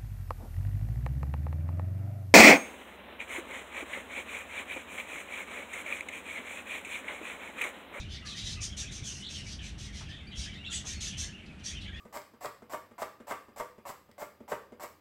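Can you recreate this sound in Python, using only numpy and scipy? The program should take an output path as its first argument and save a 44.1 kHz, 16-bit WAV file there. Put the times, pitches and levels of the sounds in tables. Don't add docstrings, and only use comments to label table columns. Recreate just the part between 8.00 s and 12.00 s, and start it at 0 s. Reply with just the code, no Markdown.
import sys
import numpy as np
from scipy import signal
from scipy.fft import rfft, irfft
from scipy.io import wavfile
from scipy.ndimage import uniform_filter1d

SR = 44100
rng = np.random.default_rng(int(sys.argv[2]) if len(sys.argv) > 2 else 0)


def dump(signal):
    limited = np.clip(np.atleast_2d(signal).T, -1, 1)
    pcm = np.round(limited * 32767).astype(np.int16)
    wavfile.write(sys.argv[1], SR, pcm)


N = 176400
T = np.arange(N) / SR


def wingbeats():
    # start_s, attack_s, length_s, level_db, feather_hz, low_band_db
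    strokes = [(-.06, .03, 0.066, -45, 6170, 6), (0.081, 0.075, 0.082, -43.5, 5700, 12),
               (0.243, 0.017, 0.089, -47, 5710, 0), (0.344, 0.035, 0.074, -41, 5780, 7),
               (0.421, 0.045, 0.11, -40, 5700, 0.5), (0.602, 0.033, 0.052, -35.5, 5810, -8),
               (0.764, 0.011, 0.065, -39, 6270, -5), (0.904, 0.022, 0.079, -43.5, 5980, -2),
               (1.026, 0.04, 0.091, -41, 5990, -7), (1.101, 0.022, 0.11, -48, 5670, -19),
               (1.28, 0.027, 0.12, -45, 5740, 0), (1.422, 0.1, .11, -43.5, 5490, -3),
               (1.607, 0.053, 0.078, -46, 6320, 2.5), (1.775, 0.015, 0.094, -48, 5910, 0),
               (1.918, 0.056, 0.1, -46, 5810, 3), (2.078, 0.017, 0.053, -54.5, 5020, 4),
               (2.346, 0.056, 0.11, -41.5, 5820, 0), (2.521, 0.022, 0.047, -55.5, 5100, 13),
               (2.696, 0.043, 0.082, -38, 6850, -1), (2.842, 0.039, 0.089, -39.5, 6080, -3),
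               (3.002, 0.0084, 0.091, -38.5, 6200, -1), (3.166, 0.023, 0.08, -37.5, 6050, -4),
               (3.455, 0.0083, 0.016, -60, 4600, 5), (3.583, 0.015, .03, -63, 5500, 6),
               (3.632, 0.026, 0.082, -40.5, 5790, -6.5), (3.798, 0.02, 0.044, -49, 5000, 16),
               (3.952, 0.016, 0.032, -59.5, 4860, 8)]
    glide_oct_per_s, width_hz, low_band_hz = -0.583, 1070, 3410
    ragged_hz, rasp_hz, swell_db, release_s = 21, 140, 2.5, 0.025
    out, t = np.zeros(N), T[:SR // 4]
    size = len(t)
    for start_s, attack_s, length_s, level_db, feather_hz, low_band_db in strokes:
        sinking_hz = feather_hz * 2 ** (glide_oct_per_s * (t - length_s / 2))
        parts = (rustle(size),
                 from_db(-7) * noise_band(sinking_hz, width_hz),
                 from_db(4 + low_band_db) * resonance(friction(size), low_band_hz, width_hz),
                 from_db(-11) * quills(size))
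        wing = sum(part * from_db(0.5 * drift(ragged_hz, size)) for part in parts)
        rasping = unit_rms(wing_turn(wing) * from_db(0.5 * drift(rasp_hz, size)))
        arch_db = swell_db * (np.sin(np.pi * np.minimum(t / length_s, 1)) - 1)
        envelope = np.minimum(t / attack_s, 1) * np.exp(-np.maximum(t - length_s, 0) / release_s)
        add(out, start_s, from_db(level_db + arch_db) * envelope * rasping)
    return out


def friction(size, clicks_per_s=2500, click_db=-5.5):
    clicks = (rng.random(size) < clicks_per_s / SR) * rng.standard_normal(size)
    return unit_rms(rng.standard_normal(size) + from_db(click_db) * unit_rms(clicks))


def rustle(size):
    # freq_hz, gain_db
    spectrum = [(500, -36), (1100, -23.5), (1900, -12), (3300, -12), (4700, -20), (6000, 0.5),
                (7700, -13.5), (9000, -7.5), (10300, -21), (12000, -28)]
    return colour(friction(size), spectrum)


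def quills(size, centre_hz=5970, spread_oct=0.425, width_hz=140):
    offsets = np.linspace(-1, 1, 7) + rng.uniform(-0.18, 0.16, 7)
    pitches_hz = centre_hz * 2 ** (spread_oct * offsets)
    return sum(resonance(rng.standard_normal(size), hz, width_hz) for hz in pitches_hz)


def wing_turn(x, ripple_db=3.5, step_hz=191.2, fade_s=0.04):
    bins_hz = np.arange(len(x) // 2 + 1) * SR / len(x)
    out = np.zeros(len(x))
    for k, pattern in enumerate(rng.standard_normal((9, 400))):
        gain_db = ripple_db * np.interp(bins_hz / step_hz, np.arange(len(pattern)), pattern)
        crossfade = np.maximum(1 - np.abs(T[:len(x)] / fade_s - k), 0)
        out += irfft(rfft(x) * from_db(gain_db), len(x)) * crossfade
    return out


def feather_whistles():
    # centre_s, sigma_s, pitch_hz, width_hz, level_db
    tones = [(1.083, 0.015, 6300, 180, -42), (2.757, 0.017, 7950, 62, -41), (2.755, 0.023, 7720, 52, -49)]
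    out = np.zeros(N)
    for centre_s, sigma_s, pitch_hz, width_hz, level_db in tones:
        envelope = np.exp(-((T - centre_s) / sigma_s) ** 2 / 2)
        out += from_db(level_db) * envelope * noise_band(np.full(N, pitch_hz), width_hz)
    return out


def birds():
    # start_s, length_s, first_hz, middle_hz, last_hz, level_db, roughness
    calls = [(0.154, .028, 3520, 3480, 3420, -55, 0.2), (0.221, 0.072, 1356, 1220, 1150, -57, 0.02),
             (.308, .04, 1286, 1180, 1140, -64, 0.06), (0.257, 0.085, 4800, 4000, 3430, -42.5, 0.66),
             (0.369, 0.053, 3616, 3780, 3590, -46.5, 0.4), (.522, .022, 4240, 4150, 4100, -43, 0.2),
             (.55, .08, 2895, 2550, 2460, -52, 0.29), (0.565, 0.046, 1280, 1210, 1150, -59, 0),
             (0.7, 0.054, 3260, 3240, 3130, -49, 0.3), (0.873, 0.04, 3310, 3600, 3750, -48, 0.48),
             (1.028, 0.079, 3600, 3200, 2635, -46.5, 0.3), (1.099, 0.15, 2750, 2850, 3220, -54, 0.16),
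             (1.22, 0.075, 3090, 3896, 3760, -41.5, 0.87), (1.286, 0.16, 3405, 3100, 2685, -48, 0.43),
             (1.456, 0.039, 2144, 2400, 2750, -50.5, 0.47), (1.586, .04, 3410, 3100, 2640, -48, 0.77),
             (1.607, .07, 2670, 2650, 2370, -51.5, 0.73), (2.08, 0.14, 2905, 3400, 3280, -50.5, 0.5),
             (2.087, 0.073, 1780, 1800, 1900, -53.5, 0.1), (2.266, 0.038, 2294, 2400, 2460, -52.5, 0),
             (2.269, 0.023, 4360, 4700, 4570, -51.5, 0.08), (2.313, 0.071, 2897, 3150, 3330, -47, 0.5),
             (2.405, 0.15, 3400, 3350, 3080, -52.5, 0.56), (2.541, 0.06, 3320, 3650, 3860, -52.5, 0.26),
             (2.58, 0.058, 2530, 2820, 2820, -50, 0), (2.66, 0.022, 2670, 2730, 2770, -42.5, 0.02),
             (2.637, 0.058, 2730, 3600, 3970, -41.5, 0.6), (2.705, .03, 3784, 3200, 2530, -41, 0.25),
             (2.749, 0.049, 4060, 3560, 3200, -44.5, 0.42), (2.686, 0.0243, 1574, 1400, 1320, -53, 0.08),
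             (2.938, 0.077, 4300, 4350, 4400, -52, 0.1), (3.082, .1, 3200, 3000, 2523, -47, 0.8),
             (3.323, 0.05, 2466, 2850, 2520, -50, 0.11), (3.375, .04, 3244, 3000, 2550, -59, .1),
             (3.464, 0.058, 2602, 2600, 2380, -58, 0.09), (3.661, 0.058, 3230, 3300, 3390, -45.5, 0.36),
             (3.707, 0.049, 1764, 2400, 2640, -50.5, .4), (3.749, 0.045, 3200, 3080, 2650, -45, 0.24),
             (3.841, 0.028, 2120, 2020, 1940, -56, 0), (3.844, 0.06, 2947, 3200, 3590, -47.5, 0.4),
             (3.925, 0.065, 3156, 3380, 3590, -49, 0.14)]
    # freq_hz, gain_db
    throat = [(1000, 3), (4200, -1), (5200, 0), (8000, 1)]
    near = np.zeros(N)
    for start_s, length_s, first_hz, middle_hz, last_hz, level_db, roughness in calls:
        add(near, start_s, from_db(level_db) * chirp(length_s, first_hz, middle_hz, last_hz, roughness))
    return colour(near + far_flock(), throat)


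def chirp(length_s, first_hz, middle_hz, last_hz, roughness):
    full_warble_hz, warble_rate_hz, flutter_db, overtone_db = 598, 299, 3, -24
    size = SR // 6
    progress = np.minimum(T[:size] / length_s, 1)
    glide_hz = np.polyval(np.polyfit([0, 0.5, 1], [first_hz, middle_hz, last_hz], 2), progress)
    warble_hz = roughness * full_warble_hz * np.tanh(drift(warble_rate_hz, size))
    phase = 2 * np.pi * np.cumsum(glide_hz + warble_hz) / SR
    voice = np.sin(phase) + from_db(overtone_db) * np.sin(2 * phase)
    flutter = from_db(flutter_db * drift(warble_rate_hz / 2, size))
    return unit_rms(voice * flutter) * np.abs(np.sin(np.pi * progress)) ** 0.34


def far_flock(count=210, centre_hz=2555, spread_oct=0.28, length_s=0.0278, base_db=-58):
    # time_s, gain_db
    liveliness = [(0, 4), (.5, 2.5), (1.5, -4.5), (2.3, 1), (3.1, 3.5), (3.35, -2), (3.58, -1.5), (3.75, 4)]
    starts_s = rng.uniform(0, N / SR, count)
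    deviations = np.clip(rng.standard_normal((count, 4)), -2, 2)
    out = np.zeros(N)
    for start_s, (pitch, first, last, strength) in zip(starts_s, deviations):
        hz = centre_hz * 2 ** (spread_oct * pitch)
        level_db = base_db + np.interp(start_s, *np.transpose(liveliness)) + 2 * strength
        call = chirp(length_s, hz * (1 + 0.094 * first), hz, hz * (1 + 0.11 * last), roughness=0.15)
        add(out, start_s, from_db(level_db) * call)
    return out


def echoes(x, t60_s=0.27, onset_s=0.0037, cutoff_hz=6000):
    t = T[:SR // 2]
    tail = rng.standard_normal(len(t)) * from_db(-60 * t / t60_s) * np.minimum(t / onset_s, 1)
    tail /= np.sqrt(np.sum(tail ** 2))
    dull_tail = signal.sosfilt(signal.butter(1, cutoff_hz, fs=SR, output="sos"), tail)
    return signal.fftconvolve(x, dull_tail)[:N]


def thumps(attack_s=0.0078):
    # start_s, pitch_hz, width_hz, level_db, decay_s
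    puffs = [(1.019, 110, 30, -31.5, 0.014), (2.005, 824, 700, -50.5, 0.029), (2.838, 594, 595, -52, 0.044)]
    out, t = np.zeros(N), T[:SR // 4]
    attack = np.sin(np.pi / 2 * np.minimum(t / attack_s, 1)) ** 2
    for start_s, pitch_hz, width_hz, level_db, decay_s in puffs:
        puff = unit_rms(resonance(rng.standard_normal(SR), pitch_hz, width_hz))[-len(t):]
        add(out, start_s, from_db(level_db) * puff * attack * np.exp(-(t / decay_s) ** 2))
    return out


def wind(flow_db=-45, rumble_db=-46, split_hz=140, window_s=0.12, gust_depth=0.66):
    # freq_hz, gain_db
    spectrum = [(20, -59), (32, -10.5), (50, -1), (75, 1), (110, -3.5), (150, -8.5), (205, -11),
                (270, -17.5), (400, -24), (700, -61)]
    # time_s, strength_db
    gusts = [(0.0, -31), (.15, -40), (0.38, -55), (0.46, -33.5), (.95, -41), (1.3, -57), (1.41, -38.5),
             (1.97, -37), (2.31, -51), (2.39, -30), (2.66, -55), (2.77, -38.5), (2.86, -51), (2.96, -31.5),
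             (3.11, -44), (3.21, -32), (3.36, -56.5), (3.64, -55), (3.73, -37.5), (4.0, -36)]
    flow = from_db(flow_db) * unit_rms(colour(rng.standard_normal(N), spectrum))
    low = signal.sosfiltfilt(signal.butter(2, split_hz, fs=SR, output="sos"), flow)
    levelled = low / np.sqrt(uniform_filter1d(low ** 2, int(window_s * SR)) + 1e-12)
    gust_gain = from_db(gust_depth * np.interp(T, *np.transpose(gusts)))
    rumble = from_db(rumble_db) * unit_rms(levelled * gust_gain)
    return flow - low + rumble


def machine_hum(hum_hz=78.65, hum_db=-57.5, waver_rad=0.31, waver_hz=2.6, drone_hz=198.9):
    # time_s, level_db
    drone_levels = [(0, -60.5), (2.65, -54), (4, -58)]
    phase = 2 * np.pi * hum_hz * T + waver_rad * drift(waver_hz, N)
    hum = from_db(hum_db) * unit_rms(np.sin(phase))
    drone_gain = from_db(np.interp(T, *np.transpose(drone_levels)))
    return hum + drone_gain * noise_band(np.full(N, drone_hz), width_hz=28)


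def open_air(level_db=-56):
    # freq_hz, gain_db
    spectrum = [(300, 1.5), (450, -5.5), (650, -3), (1000, -10.5), (1600, -5), (2600, -6.5), (3600, -10),
                (5000, -22), (8000, -25), (12000, -35)]
    return from_db(level_db) * unit_rms(colour(rng.standard_normal(N), spectrum))


def from_db(db):
    return 10 ** (np.asarray(db) / 20)


def unit_rms(x):
    return x / np.sqrt(np.mean(x ** 2) + 1e-20)


def colour(x, spectrum):
    freq_hz, gain_db = np.transpose(spectrum)
    bins_hz = np.maximum(np.arange(len(x) // 2 + 1) * SR / len(x), 1)
    gain = from_db(np.interp(np.log(bins_hz), np.log(freq_hz), gain_db))
    return irfft(rfft(x) * gain, len(x))


def drift(rate_hz, size):
    pole = np.exp(-2 * np.pi * rate_hz / SR)
    noise = rng.standard_normal(size + SR // 10)
    return unit_rms(signal.lfilter([1], [1, -2 * pole, pole * pole], noise))[-size:]


def resonance(x, centre_hz, width_hz):
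    radius = np.exp(-2 * np.pi * width_hz / SR)
    b = np.array([1, 0, -1]) * (1 - radius ** 2) / 2
    a = [1, -2 * radius * np.cos(2 * np.pi * centre_hz / SR), radius ** 2]
    return signal.lfilter(b, a, signal.lfilter(b, a, x))


def noise_band(centre_hz, width_hz):
    phase = 2 * np.pi * np.cumsum(centre_hz) / SR
    return drift(width_hz, len(phase)) * np.cos(phase) + drift(width_hz, len(phase)) * np.sin(phase)


def add(out, start_s, x):
    i = int(start_s * SR)
    lo, hi = max(i, 0), min(i + len(x), N)
    if hi > lo:
        out[lo:hi] += x[lo - i:hi - i]


def scene():
    wings = wingbeats() + feather_whistles()
    calls = birds()
    direct = wings + from_db(-2) * calls
    reflected = from_db(-5) * echoes(wings) + from_db(-3) * echoes(calls)
    return (direct + reflected + thumps() + wind() + machine_hum() + open_air())[None]


def record(dry):
    cutoff_hz = 12000
    return signal.sosfilt(signal.ellip(10, 0.2, 70, cutoff_hz, fs=SR, output="sos"), dry)


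dry = scene()
out = record(dry)
dump(out)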